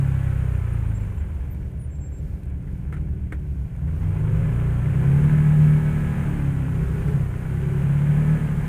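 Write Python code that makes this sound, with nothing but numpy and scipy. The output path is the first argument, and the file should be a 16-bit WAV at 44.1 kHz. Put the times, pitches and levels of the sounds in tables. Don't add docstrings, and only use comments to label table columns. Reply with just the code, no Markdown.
import sys
import numpy as np
from scipy import signal
from scipy.fft import rfft, irfft, next_fast_len
from scipy.io import wavfile
from scipy.ndimage import map_coordinates

SR = 44100
rng = np.random.default_rng(int(sys.argv[2]) if len(sys.argv) > 2 else 0)


def bounce(signal):
    frames = np.transpose(np.atleast_2d(signal))
    limited = np.clip(frames, -1, 1)
    pcm = np.round(limited * 32767).astype(np.int16)
    wavfile.write(sys.argv[1], SR, pcm)


N = 382788
TIME = np.arange(N) / SR

# f/Hz, relative density/dB
RUMBLE_SPECTRUM = [(12, -9.5), (28, -2), (45, 4.5), (62, 2.5), (78, -2.5), (110, -7), (160, 4), (200, -10),
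                   (250, -15.5), (400, -29), (900, -53.5)]
HISS_SPECTRUM = [(3000, 3.5), (4800, -8.5), (5700, -9.5), (6400, -2.5), (7800, -2), (9200, 1),
                 (10800, -5.5), (12500, -9), (13900, -2), (15200, -11)]
# t/s, f/Hz
NEIGHBOUR_REVS = [(0, 36), (1.6, 38.8), (2.3, 38.3), (2.52, 35.7), (3.05, 38.5), (3.42, 37.6), (3.75, 32.6),
                  (4.1, 31.2), (4.5, 31.1), (5.1, 27.7), (5.42, 27.2), (5.65, 30.4), (5.95, 27.7),
                  (6.25, 27.1), (6.7, 31.1), (7.15, 30.1), (7.6, 31.8), (8.68, 31.9)]
# t/s, level/dB
NEIGHBOUR_LEVEL = [(0, -40), (1.35, -36.5), (2.05, -41), (3.1, -30.5), (3.7, -34.5), (4.4, -30.5),
                   (5.35, -30.5), (5.75, -34.5), (7.2, -35.5), (8.68, -33.5)]
# order, relative level/dB
NEIGHBOUR_HARMONICS = [(1, -4.5), (2, -1.5), (3, -2), (4, -11.5), (5, 0.5), (8, -4), (10, -11.5)]
# f/Hz, gain/dB
WOODS_RESPONSE = [(30, -11), (55, -9.5), (64, -4), (76, 4), (88, 3), (100, -5.5), (115, -3), (135, 2.5),
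                  (160, 2.5), (178, -9.5), (195, -10.5), (300, -16.5), (390, -15)]
# t/s, duration/s, start f/Hz, end f/Hz, level/dB
BRAKE_SQUEAKS = [(0.718, 0.036, 9560, 9400, -60), (0.869, 0.041, 9620, 9500, -66),
                 (0.937, 0.055, 7600, 7400, -56), (0.997, .05, 7700, 7560, -64),
                 (1.14, .05, 14020, 14080, -70), (1.17, .05, 7500, 7490, -66),
                 (1.5, 0.045, 14060, 14130, -56), (1.778, 0.1, 9700, 9550, -59),
                 (1.894, 0.1, 7570, 7550, -62.5), (1.991, 0.11, 7520, 7500, -56),
                 (2.104, 0.11, 7430, 7570, -60.5)]
# t/s, level/dB, time to decay by 60 dB/s
CAB_KNOCKS = [(2.673, -45.5, .08), (2.924, -36, 0.14), (2.939, -44, 0.053), (2.966, -42, 0.075),
              (3.322, -30.5, 0.079), (3.344, -49, 0.055), (3.875, -45, 0.18), (7.08, -35, 0.072)]
# f/Hz, relative density/dB
PART_SPECTRUM = [(150, -28), (310, 13), (400, 6), (490, 2), (700, -7), (1100, -9), (1390, 2.5),
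                 (1560, -0.5), (2035, -1), (2600, -15), (3450, -21), (4800, -34), (8500, -24.5),
                 (15000, -35)]
# t/s, f/Hz
ENGINE_REVS = [(0, 34.03), (0.43, 31.89), (1, 25.75), (1.72, 15.18), (3.6, 14.97), (3.88, 18.92),
               (4.12, 24.72), (4.55, 30.05), (4.87, 30.31), (5.29, 37.81), (6, 37.85), (6.3, 36.62),
               (6.57, 33.05), (6.87, 32.24), (7.13, 34.83), (7.3, 30.46), (7.53, 33.55), (7.82, 34.47),
               (8.32, 38.43), (8.53, 35.89), (8.68, 36.9)]
# t/s, throttle opening (0-1)
THROTTLE_OPENING = [(0, 0.03), (3.85, 0.05), (3.9, 0.33), (4.35, 1), (4.8, .8), (5.1, 0.98), (5.85, 0.6),
                    (6.35, .72), (6.68, .36), (7.05, 0.45), (7.33, 0.2), (7.6, 0.36), (8.25, 0.72),
                    (8.68, 0.36)]
# order, relative level/dB
GEAR_ORDERS = [(22, -54), (24, -53), (34, -52.5), (40, -54), (44, -47.5), (47, -54), (52, -54.5), (59, -53)]
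# f/Hz, gain/dB
CASING_RESPONSE = [(700, -7.5), (835, -0.5), (1000, -10.5), (1200, -8.5), (1295, -1), (1370, -9.5),
                   (1470, -6.5), (1570, -8.5), (1670, -4), (1760, -3), (1950, -7), (2240, -7.5), (2500, -8)]
# f/Hz, relative density/dB
CLATTER_SPECTRUM = [(290, -43), (500, 3), (542, 3), (762, -10), (842, -3), (913, -2), (989, -2.5),
                    (1160, -5), (1280, -8.5), (1680, -3.5), (1860, -7.5), (2320, -5.5), (3200, -17.5),
                    (4240, -47), (5500, -33), (7150, -67), (12100, -120)]
# f/Hz, bandwidth/Hz, gain/dB
PANEL_MODES = [(823, 11, 3.5), (1020, 26, -5), (1360, 38, -2), (1487, 135, -2.5), (1720, 34, -9),
               (2030, 18, -1.5), (2268, 16, -6.5), (3135, 5.2, -1.5)]
# f/Hz, relative density/dB
ROAR_SPECTRUM = [(120, -22), (215, -19), (250, -2), (290, 13.5), (335, -8.5), (390, 13.5), (450, -5),
                 (520, -32), (700, 0), (1100, -48), (3000, -58)]
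# start t/s, end t/s, order, relative level/dB
GROWL_EVENTS = [(6.15, 6.85, 8, -39), (6.7, 7.2, 12, -39), (7.45, 7.85, 11, -41)]
# f/Hz, gain/dB
PIPE_RESPONSE = [(14, -14), (26, 5), (37, 3), (60, 1), (130, 13.5), (200, -5), (270, -6.5), (325, -9.5),
                 (385, -8.5), (520, -15.5), (680, -20.5), (860, -25), (1700, -28.5), (2400, -33.5)]
# t/s, level/dB
BOOM_LEVEL = [(0, -20), (.5, -28), (.95, -25), (1.3, -34.5), (1.8, -56.5), (3.65, -30), (4.1, -25.5),
              (4.9, -24.5), (5.15, -15.5), (5.62, -16), (6.22, -29), (6.48, -21.5), (7, -32.5), (7.17, -22),
              (7.38, -33.5), (7.8, -20.5), (8.15, -18.5), (8.68, -29)]
# order, level/dB, full-throttle gain/dB, overrun gain/dB
THUMP_ORDERS = [(2, -36.5, 2, 6.5), (3, -34.5, 1.5, 8), (5, -39, 8.5, 0.5), (6, -42.5, 7, -5)]
# f/Hz, gain/dB
CAB_RESPONSE = [(30, -5), (45, 0.5), (62, 5), (78, -1.5), (90, 2.5), (110, -2), (140, 3.5), (165, 4),
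                (188, -0.5), (205, -2.5), (228, 0), (260, -5.5)]

# base level/dB, gain per octave of revs/dB, full-throttle gain/dB, overrun gain/dB
RASP_LAW = (-46, 8.5, 6.5, -1)
CLATTER_LAW = (-45.5, 9.5, 5, 2)
HISS_LAW = (-58, 11.5, 2, 0.6)
WHINE_LAW = (-4.5, 19, 0.5, -0.5)
IDLE_HZ, CRUISE_HZ = 15, 32
BOOM_ORDER, THUMP_DB_PER_OCTAVE = 4, 6.5


def gain_of(db):
    return 10 ** (np.asarray(db) / 20)


def unit_rms(x):
    return x / np.sqrt(np.mean(x ** 2) + 1e-20)


def curves(rows):
    times, *columns = np.transpose(rows)
    return [np.interp(TIME, times, column) for column in columns]


def db_at(spectrum, hz):
    f, db = np.transpose(spectrum)
    return np.interp(np.log(hz + 1), np.log(f + 1), db)


def coloured(x, spectrum):
    size = next_fast_len(N)
    response = gain_of(db_at(spectrum, np.fft.rfftfreq(size, 1 / SR)))
    return unit_rms(irfft(rfft(x, size) * response, size)[:N])


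def wander(per_s):
    knots = rng.standard_normal(4096)
    position = np.arange(0, N, 32) / SR * per_s
    return unit_rms(map_coordinates(knots, [position], order=3, mode="wrap")).repeat(32)[:N]


def add(mix, start_s, sound):
    part = mix[round(start_s * SR):][:len(sound)]
    part += sound[:len(part)]


def crank_angle(cycle_hz):
    return 2 * np.pi * np.cumsum(cycle_hz) / SR + .02 * wander(40)


def overrun(cycle_hz, throttle, shut=.15, span_hz=12):
    return np.clip(1 - throttle / shut, 0, 1) * np.clip((cycle_hz - IDLE_HZ) / span_hz, 0, 1)


def layer_level(law, cycle_hz, throttle):
    base_db, octave_db, load_db, coast_db = law
    revs_db = octave_db * np.log2(cycle_hz / CRUISE_HZ)
    return base_db + revs_db + load_db * throttle + coast_db * overrun(cycle_hz, throttle)


def trail(hiss_db, rumble_db=-39, bumps_db=4.5, crackle_db=-75, crackles_per_s=60, snap_s=0.0027):
    shaking_db = rumble_db + 0.074 * (hiss_db - hiss_db.mean()) + bumps_db * wander(6.6)
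    rumble = coloured(rng.standard_normal(N), RUMBLE_SPECTRUM) * gain_of(shaking_db)
    hiss = coloured(rng.standard_normal(N), HISS_SPECTRUM) * gain_of(hiss_db + 1)
    onsets = rng.random(N) < crackles_per_s / SR
    snaps = onsets * gain_of(4 * np.minimum(rng.exponential(1, N), 4))
    decays = signal.lfilter([1], [1, -np.exp(-1 / (snap_s * SR))], snaps)
    crackle = coloured(decays * rng.standard_normal(N), HISS_SPECTRUM)
    return rumble + hiss + gain_of(crackle_db) * crackle


def neighbour(waver_db=2):
    (cycle_hz,), (level_db,) = curves(NEIGHBOUR_REVS), curves(NEIGHBOUR_LEVEL)
    angle, out = crank_angle(cycle_hz), np.zeros(N)
    for order, db in NEIGHBOUR_HARMONICS:
        tone = np.cos(order * angle + 2 * np.pi * rng.random())
        heard_db = level_db + db + db_at(WOODS_RESPONSE, order * cycle_hz)
        out += gain_of(heard_db + waver_db * wander(6)) * tone
    return np.sqrt(2) * out


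def hum(start_s=0.5, end_s=5, hz=68, level_db=-34.5):
    out, t = np.zeros(N), np.arange(0, end_s - start_s, 1 / SR)
    tone = np.sqrt(2) * np.sin(2 * np.pi * hz * t)
    add(out, start_s, gain_of(level_db) * signal.windows.tukey(len(t), .3) * tone)
    return out


def brakes(waver=0.0022):
    out, drift = np.zeros(N), 1 + waver * wander(130)
    for start_s, length_s, start_hz, end_hz, db in BRAKE_SQUEAKS:
        n = int(length_s * SR)
        hz = np.linspace(start_hz, end_hz, n) * drift[int(start_s * SR):][:n]
        tone = np.sqrt(2) * np.sin(2 * np.pi * np.cumsum(hz) / SR)
        add(out, start_s, gain_of(db) * signal.windows.tukey(n, .6) * tone)
    return out


def knocks(rise_s=.0007):
    envelope, t = np.zeros(N), TIME[:SR // 2]
    rise = 1 - np.exp(-t / rise_s)
    for start_s, db, t60 in CAB_KNOCKS:
        add(envelope, start_s, gain_of(db - 60 * t / t60) * rise)
    return envelope * coloured(rng.standard_normal(N), PART_SPECTRUM)


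def gear_whine(cycle_hz, level_db):
    out = np.zeros(N)
    angle = 2 * np.pi * np.cumsum(cycle_hz) / SR
    for order, db in GEAR_ORDERS:
        backlash_rad, flutter_db = .55 * wander(45), 2.2 * wander(30)
        tone_db = db + db_at(CASING_RESPONSE, order * cycle_hz) + flutter_db
        out += gain_of(tone_db) * np.cos(order * angle + backlash_rad)
    return np.sqrt(2) * out * gain_of(level_db)


def clatter(angle, level_db, grain_db=2, flicker_db=.5, trim_db=-3.5):
    throb = 1 + 0.019 * np.cos(angle) + 0.04 * np.cos(6 * angle)
    grains = rng.standard_normal(N) * gain_of(grain_db * wander(420))
    rattle = coloured(grains * throb, CLATTER_SPECTRUM)
    ringing = sum(gain_of(db) * signal.lfilter(*signal.iirpeak(hz, hz / width_hz, SR), rattle)
                  for hz, width_hz, db in PANEL_MODES)
    return unit_rms(rattle + ringing) * gain_of(level_db + trim_db + flicker_db * wander(25))


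def roar(angle, rasp_db, puff_depth=0.48, pivot_db=-51, growth=0.96, trim_db=-6):
    puffs = rng.standard_normal(N) * (1 + puff_depth * np.cos(2 * angle))
    level_db = pivot_db + growth * (rasp_db - pivot_db) + trim_db
    return coloured(puffs, ROAR_SPECTRUM) * gain_of(level_db)


def growls(angle, trim_db=-1):
    out = np.zeros(N)
    for start_s, end_s, order, db in GROWL_EVENTS:
        jitter_rad, flutter_db = .7 * wander(50), 2.2 * wander(30)
        tone = gain_of(db + trim_db + flutter_db) * np.cos(order * angle + jitter_rad)
        burst = tone[round(start_s * SR):round(end_s * SR)]
        add(out, start_s, np.sqrt(2) * burst * signal.windows.tukey(len(burst), .5))
    return out


def exhaust(angle, cycle_hz, throttle, rasp_db, pipe_hz=115, pipe_width_hz=75, smear_rad=1.78):
    out, coasting = np.zeros(N), overrun(cycle_hz, throttle)
    smear = smear_rad * (1 - coasting)
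    thump_db = THUMP_DB_PER_OCTAVE * np.log2(cycle_hz / CRUISE_HZ)
    low_db = {}
    for order, db, load_db, coast_db in THUMP_ORDERS:
        source_db = thump_db + db + load_db * throttle + coast_db * coasting
        low_db[order] = source_db + db_at(CAB_RESPONSE, order * cycle_hz)
    low_db[BOOM_ORDER], = curves(BOOM_LEVEL)
    for order in range(1, 61):
        hz = order * cycle_hz
        pipe_lag = np.arctan2(hz * pipe_width_hz, pipe_hz ** 2 - hz ** 2)
        pair_phase = np.angle(1 + 0.45 * np.exp(-2j * np.pi * order * 3 / 8))
        if order in low_db:
            flutter_db = 1.1 * wander(14)
            echo_phase = -smear * (order - BOOM_ORDER) ** 2 / 2
            level_db = low_db[order]
        else:
            flutter_db = 3.3 * wander(5)
            echo_phase = 2 * np.pi * rng.random()
            even_db = -3 if order % 2 == 0 else 0
            level_db = rasp_db + db_at(PIPE_RESPONSE, hz) + even_db
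        phase = order * angle - pipe_lag + pair_phase + echo_phase
        out += gain_of(level_db + flutter_db) * np.cos(phase)
    return np.sqrt(2) * out * gain_of(.5 * wander(45))


def scene():
    (cycle_hz,), (throttle,) = curves(ENGINE_REVS), curves(THROTTLE_OPENING)
    rasp_db, clatter_db, hiss_db, whine_db = (
        layer_level(law, cycle_hz, throttle) for law in (RASP_LAW, CLATTER_LAW, HISS_LAW, WHINE_LAW))
    angle = crank_angle(cycle_hz)
    engine = exhaust(angle, cycle_hz, throttle, rasp_db) + growls(angle) + roar(angle, rasp_db)
    machinery = clatter(angle, clatter_db) + gear_whine(cycle_hz, whine_db)
    return (engine + machinery + trail(hiss_db) + neighbour() + hum() + brakes() + knocks())[None]


def record(dry):
    low_pass = signal.firwin(511, 15300, window=("kaiser", 9), fs=SR)
    return signal.oaconvolve(dry, low_pass[None], "same")


dry = scene()
out = record(dry)
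bounce(out)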